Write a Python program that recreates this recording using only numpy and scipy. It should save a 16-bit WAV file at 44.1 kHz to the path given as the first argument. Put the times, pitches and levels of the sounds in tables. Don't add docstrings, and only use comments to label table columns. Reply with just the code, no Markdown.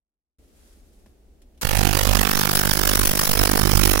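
import sys
import numpy as np
from scipy import signal
from scipy.fft import rfft, irfft, next_fast_len
from scipy.io import wavfile
from scipy.ndimage import uniform_filter1d, map_coordinates

SR = 44100
rng = np.random.default_rng(int(sys.argv[2]) if len(sys.argv) > 2 else 0)


def put_to_file(sound):
    columns = np.atleast_2d(sound).T
    safe = np.clip(columns, -1, 1)
    whole_steps = np.round(safe * 32767)
    wavfile.write(sys.argv[1], SR, whole_steps.astype(np.int16))


N = 176400

MAINS_HZ, POWER_ON_S = 49.93, 1.6262
BURST_MS, SWELL_MS = (2.56, 10.16), (4.2, 6.92)
SPIKE_MS, SPIKE_WIDTH_MS, SPIKE_GAIN = (8.55, 9.24), (0.25, 0.15), (0.72, 0.88)
LAST_SPIKE_MS, TROUGH_MS = 9.87, (8.15, 8.9)
NASAL_HZ, NASAL_PEAK_S, NASAL_SPREAD_S = 1520, 2.7, 0.31
CHURN_FROM_S, CHURN_DB = 2.75, 2
WHISTLE_FROM_S, WHISTLE_GROW_S = 1.78, 0.8
FLUTTER_HZ, FLUTTER_PEAK_S, FLUTTER_WIDTH_MS = 43.775, 0.0034, 2.6
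SWITCH_T60_S, TAP_T60_S, RUSTLE_TOP_HZ = 0.091, 0.08, 12300
ROOM_DB, HUSH_DB, HUSH_END_S = -54, -40.5, 0.385
MIC_LOW_HZ, TOP_HZ = 13.6, 15850

# t/s, relative heights of swell, first spike, second spike
BURST_HEIGHTS = [(1.63, -0.063, 0.13, 0.13), (1.652, 0.41, 0.036, 0.14), (1.675, 0.17, 0, 0.29),
                 (1.79, 0.54, 0.2, 0.23), (2.0, 0.22, 0.42, 0.19), (2.1, 0.54, 0.71, 0.31),
                 (2.3, 0.059, 0.29, 0.68), (2.55, -0.14, 0.34, 0.74), (2.8, 0.093, 0.33, 0.61),
                 (3.0, 0.19, -0.055, 0.73), (3.1, 0.12, 0.091, 0.38), (3.3, 0.012, 0, 0.38),
                 (3.42, 0.37, 0, 0.87), (3.52, 0.22, 0.032, 0.92), (3.79, 0.53, 0.024, 0.68),
                 (4.0, 0.12, 0, 0.83)]
# f/Hz, level/dB
RIPPLE_EQ = [(100, 9), (400, 4), (800, 2.5), (1100, -6.5), (1600, -4), (2700, -4), (4000, -13.5),
             (6000, -8), (9000, -20)]
SPLUTTER_EQ = [(60, 7.5), (400, 5), (1000, -6.5), (2500, -22.5), (5000, -12.5), (9000, -12.5)]
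# t/s, left and right relative level/dB
HISS_RIDE = [(1.63, -33.5, -28), (1.75, -23, -22), (1.9, -31, -23), (2.07, -25.5, -20.5),
             (2.5, -23.5, -21.5), (2.9, -24.5, -21.5), (3.25, -20.0, -21.5), (3.5, -23.0, -22.5),
             (3.7, -26.5, -20.5), (3.84, -23.5, -19.5), (4.0, -24, -21)]
# f/Hz, level/dB
HISS_LEFT_EQ = [(40, -9), (200, 0), (900, -3), (2500, -0.5), (6500, 1.5), (8500, 0.5), (11500, 6.5),
                (13000, 3.5), (15500, 0.5)]
HISS_RIGHT_EQ = [(40, -21), (900, 5), (2500, 3.5), (5000, 2), (8200, -3.5), (11500, 0), (13000, -6),
                 (15500, 0)]
# start/ms, end/ms, attack/ms, tail/ms, floor level/dB
HISS_ENVELOPES = [(3.4, 9.5, 0.59, 2.4, -39), (2.29, 9.56, 0.05, 0.7, -12)]
# settled f/Hz, share of the glide, width/Hz, left and right relative level/dB
WHISTLE_BANDS = [(5387, 0, 960, -3, 1.5), (10240, 1, 850, 0.5, -2), (15200, 0, 1400, 2, 3.5)]
# t/s, f/Hz
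WHISTLE_GLIDE = [(2.3, 11730), (2.55, 11230), (2.7, 10700), (2.92, 10450), (3.3, 10770), (4, 10540)]
# t/s, level/dB
SWITCH_CLICKS = [(1.6123, -27), (1.6178, -23.5)]
# t/s, tick level/dB, thud level/dB
FINGER_TAPS = [(1.0605, -60, -48), (1.4184, -56.5, -74), (1.5464, -69.5, -68), (1.5763, -60, -62)]
# t/s, level/dB
RUSTLE_RIDE = [(.385, -67), (.53, -65), (.58, -59), (.72, -58), (.79, -63.5), (1.05, -66), (1.25, -78),
               (1.6, -92)]
# f/Hz, level/dB
SWITCH_EQ = [(100, -5), (500, 0), (3000, -3.5), (8000, -1.5), (15000, -4)]
TICK_EQ = [(300, -8), (1800, -3), (3200, 3), (4300, -3), (5500, -1), (7500, -6), (9500, 0), (15000, -14)]
THUD_EQ = [(60, -1), (200, 2), (600, -11), (2500, -26), (8000, -50)]
RUSTLE_EQ = [(500, -10), (1200, -2.5), (3500, -4.5), (9000, -3), (11800, -2.5)]
ROOM_EQ = [(15, -33), (25, -0.5), (73, -2), (93, -26), (140, -16), (156, -33), (193, -14), (313, -15.5),
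           (495, -21), (826, -29.5), (997, -37.5), (15500, -46)]
# f/Hz, left-right correlation
ROOM_CORRELATION = [(60, 0.87), (240, 0.86), (950, 0.17), (3770, .01)]


def buzz():
    t, ms = clock(), cycle_ms(MAINS_HZ, POWER_ON_S)
    swell, *heights = curves(BURST_HEIGHTS)
    gate = step(ms - BURST_MS[0], edge=0.013) * step(BURST_MS[1] - ms, edge=0.074)
    hump = step(ms - SWELL_MS[0], edge=0.56) * step(SWELL_MS[1] - ms, edge=0.27)
    churn = amp(CHURN_DB * np.tanh((t - CHURN_FROM_S) / 0.27))
    surge = 0.088 * churn * wobble(rate=40) * amp(7.3 * (swell - 0.43))
    body = 0.074 * gate + hump * (1.26 * swell + surge - 0.06)
    grit = amp(-18.5) / churn * ripple(rate=7) + amp(-21) * churn * noise(SPLUTTER_EQ)[0]
    grit *= gate * amp(10 * (swell - 0.3255))
    pressure = (body + spikes(ms, heights) + grit) * (t > POWER_ON_S)
    drift = 0.052 * wobble(rate=22) * np.clip((t - POWER_ON_S) / 0.017, 0, 1)
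    return drift + filtered(pressure, lambda hz: 1j * hz / (MIC_LOW_HZ + 1j * hz))


def spikes(ms, heights):
    peaks = sum(gain * height * amp(wobble(rate=36)) * bell(ms - at, width)
                for height, at, width, gain in zip(heights, SPIKE_MS, SPIKE_WIDTH_MS, SPIKE_GAIN))
    peaks += 0.26 * heights[1] * bell(ms - LAST_SPIKE_MS, SPIKE_WIDTH_MS[1])
    sag = 0.15 * heights[0] * sum(bell(ms - at, width=0.35) for at in TROUGH_MS)
    nasal = 0.083 * bell(clock() - NASAL_PEAK_S, NASAL_SPREAD_S) * bell(ms - SPIKE_MS[0], width=1.06)
    phase = 2 * np.pi * NASAL_HZ * (ms - SPIKE_MS[1]) / 1000
    return peaks - sag + nasal * np.cos(phase)


def ripple(rate):
    grains = rng.standard_normal((64, int(SR / MAINS_HZ)))
    place = (clock() - POWER_ON_S) % (1 / MAINS_HZ) * SR
    pattern = map_coordinates(grains, [clock() * rate, place], order=2, mode="mirror")
    return unit(filtered(pattern, lambda hz: amp(along(RIPPLE_EQ, hz))))


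def cavitation():
    ms = cycle_ms(MAINS_HZ, POWER_ON_S)
    off_beat_ms = cycle_ms(FLUTTER_HZ, FLUTTER_PEAK_S - 0.5 / FLUTTER_HZ) - 500 / FLUTTER_HZ
    flutter = amp(-10 + 2.5 * wobble(rate=30)) * bell(off_beat_ms, FLUTTER_WIDTH_MS)
    fade_in = np.clip((clock() - WHISTLE_FROM_S) / WHISTLE_GROW_S, 0, 1)
    sides = []
    for side, (eq, ride_db) in enumerate(zip((HISS_LEFT_EQ, HISS_RIGHT_EQ), curves(HISS_RIDE))):
        start, end, attack, tail, floor_db = HISS_ENVELOPES[side]
        burst = step(ms - start, attack) * np.exp(-np.maximum(ms - end, 0) / tail)
        burst *= amp(3 * wobble(rate=50) + 1.94 * wobble(rate=450))
        envelope = unit(np.sqrt(burst ** 2 + flutter ** 2 + amp(floor_db) ** 2))
        hiss = amp(-1) * fade_in * whistles(side) + amp(3 - 1.55 * fade_in) * noise(eq)[0]
        sides.append(shimmer(hiss, depth_db=3.5) * envelope * amp(ride_db + 1))
    return np.array(sides) * (clock() > POWER_ON_S)


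def whistles(side):
    glide_hz, = curves(WHISTLE_GLIDE)
    bend_hz = glide_hz - glide_hz[-1]
    return unit(sum(band(hz + share * bend_hz, width_hz) * amp(db[side] + 1.4 * wobble(rate=9))
                    for hz, share, width_hz, *db in WHISTLE_BANDS))


def switch():
    return sum(knock(s, db, SWITCH_EQ, SWITCH_T60_S) for s, db in SWITCH_CLICKS)


def taps():
    return sum(knock(s, tick_db, TICK_EQ, TAP_T60_S) + knock(s, thud_db, THUD_EQ, TAP_T60_S)[0]
               for s, tick_db, thud_db in FINGER_TAPS)


def rustle():
    air = filtered(noise(RUSTLE_EQ, channels=2), lambda hz: 1 / np.sqrt(1 + (hz / RUSTLE_TOP_HZ) ** 12))
    return air * amp(curves(RUSTLE_RIDE)[0] + 0.99 * wobble(rate=60)) * (clock() > HUSH_END_S)


def room_tone():
    spread = lambda hz: np.arccos(along(ROOM_CORRELATION, hz)) / 2
    bed = noise(ROOM_EQ, channels=2)
    mid, side = filtered(bed, lambda hz: np.array([np.cos(spread(hz)), np.sin(spread(hz))]))
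    level_db = ROOM_DB + HUSH_DB * step(HUSH_END_S - clock(), edge=0.0011)
    return unit(np.array([mid + side, mid - side])) * amp(level_db)


def knock(s, db, eq, t60):
    age = clock() - s
    return noise(eq, channels=2) * (age > 0) * amp(db - 60 * np.abs(age) / t60)


def shimmer(x, depth_db):
    spectra = signal.stft(x, nperseg=512)[2]
    patches = uniform_filter1d(rng.standard_normal(spectra.shape), size=3, axis=0)
    patches = uniform_filter1d(patches, size=7, axis=1)
    return unit(signal.istft(spectra * amp(depth_db * unit(patches)), nperseg=512)[1][:N])


def band(centre_hz, width_hz):
    a, b = filtered(rng.standard_normal((2, N)), lambda hz: 1 / (1 + (1.5 * hz / width_hz) ** 2))
    phase = 2 * np.pi * np.cumsum(centre_hz) / SR
    return unit(a * np.cos(phase) + b * np.sin(phase))


def noise(eq, channels=1):
    return unit(filtered(rng.standard_normal((channels, N)), lambda hz: amp(along(eq, hz))))


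def filtered(x, response):
    size = next_fast_len(N + SR // 2)
    return irfft(rfft(x, size) * response(np.fft.rfftfreq(size, 1 / SR)), size)[..., :N]


def along(points, hz):
    knots_hz, values = np.transpose(points)
    return np.interp(np.log(hz + 1), np.log(knots_hz + 1), values)


def curves(rows):
    times, *columns = np.transpose(rows)
    return np.array([np.interp(clock(), times, column) for column in columns])


def wobble(rate):
    return map_coordinates(rng.standard_normal(2048), [clock() * rate], mode="mirror")


def step(x, edge):
    return 0.5 + 0.5 * np.tanh(x / (2 * edge))


def bell(x, width):
    return np.exp(-(x / width) ** 2)


def cycle_ms(hz, start):
    return (clock() - start) % (1 / hz) * 1000


def clock():
    return np.arange(N) / SR


def amp(db):
    return 10 ** (np.asarray(db) / 20)


def unit(x):
    return x / np.sqrt(np.mean(x ** 2) + 1e-20)


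def scene():
    return room_tone() + rustle() + taps() + switch() + cavitation() + buzz() * amp([[-34], [0]])


def record(dry):
    clipped = dry / (1 + np.abs(dry) ** 6) ** (1 / 6)
    return filtered(clipped, lambda hz: step(TOP_HZ - hz, edge=15))


dry = scene()
out = record(dry)
put_to_file(out)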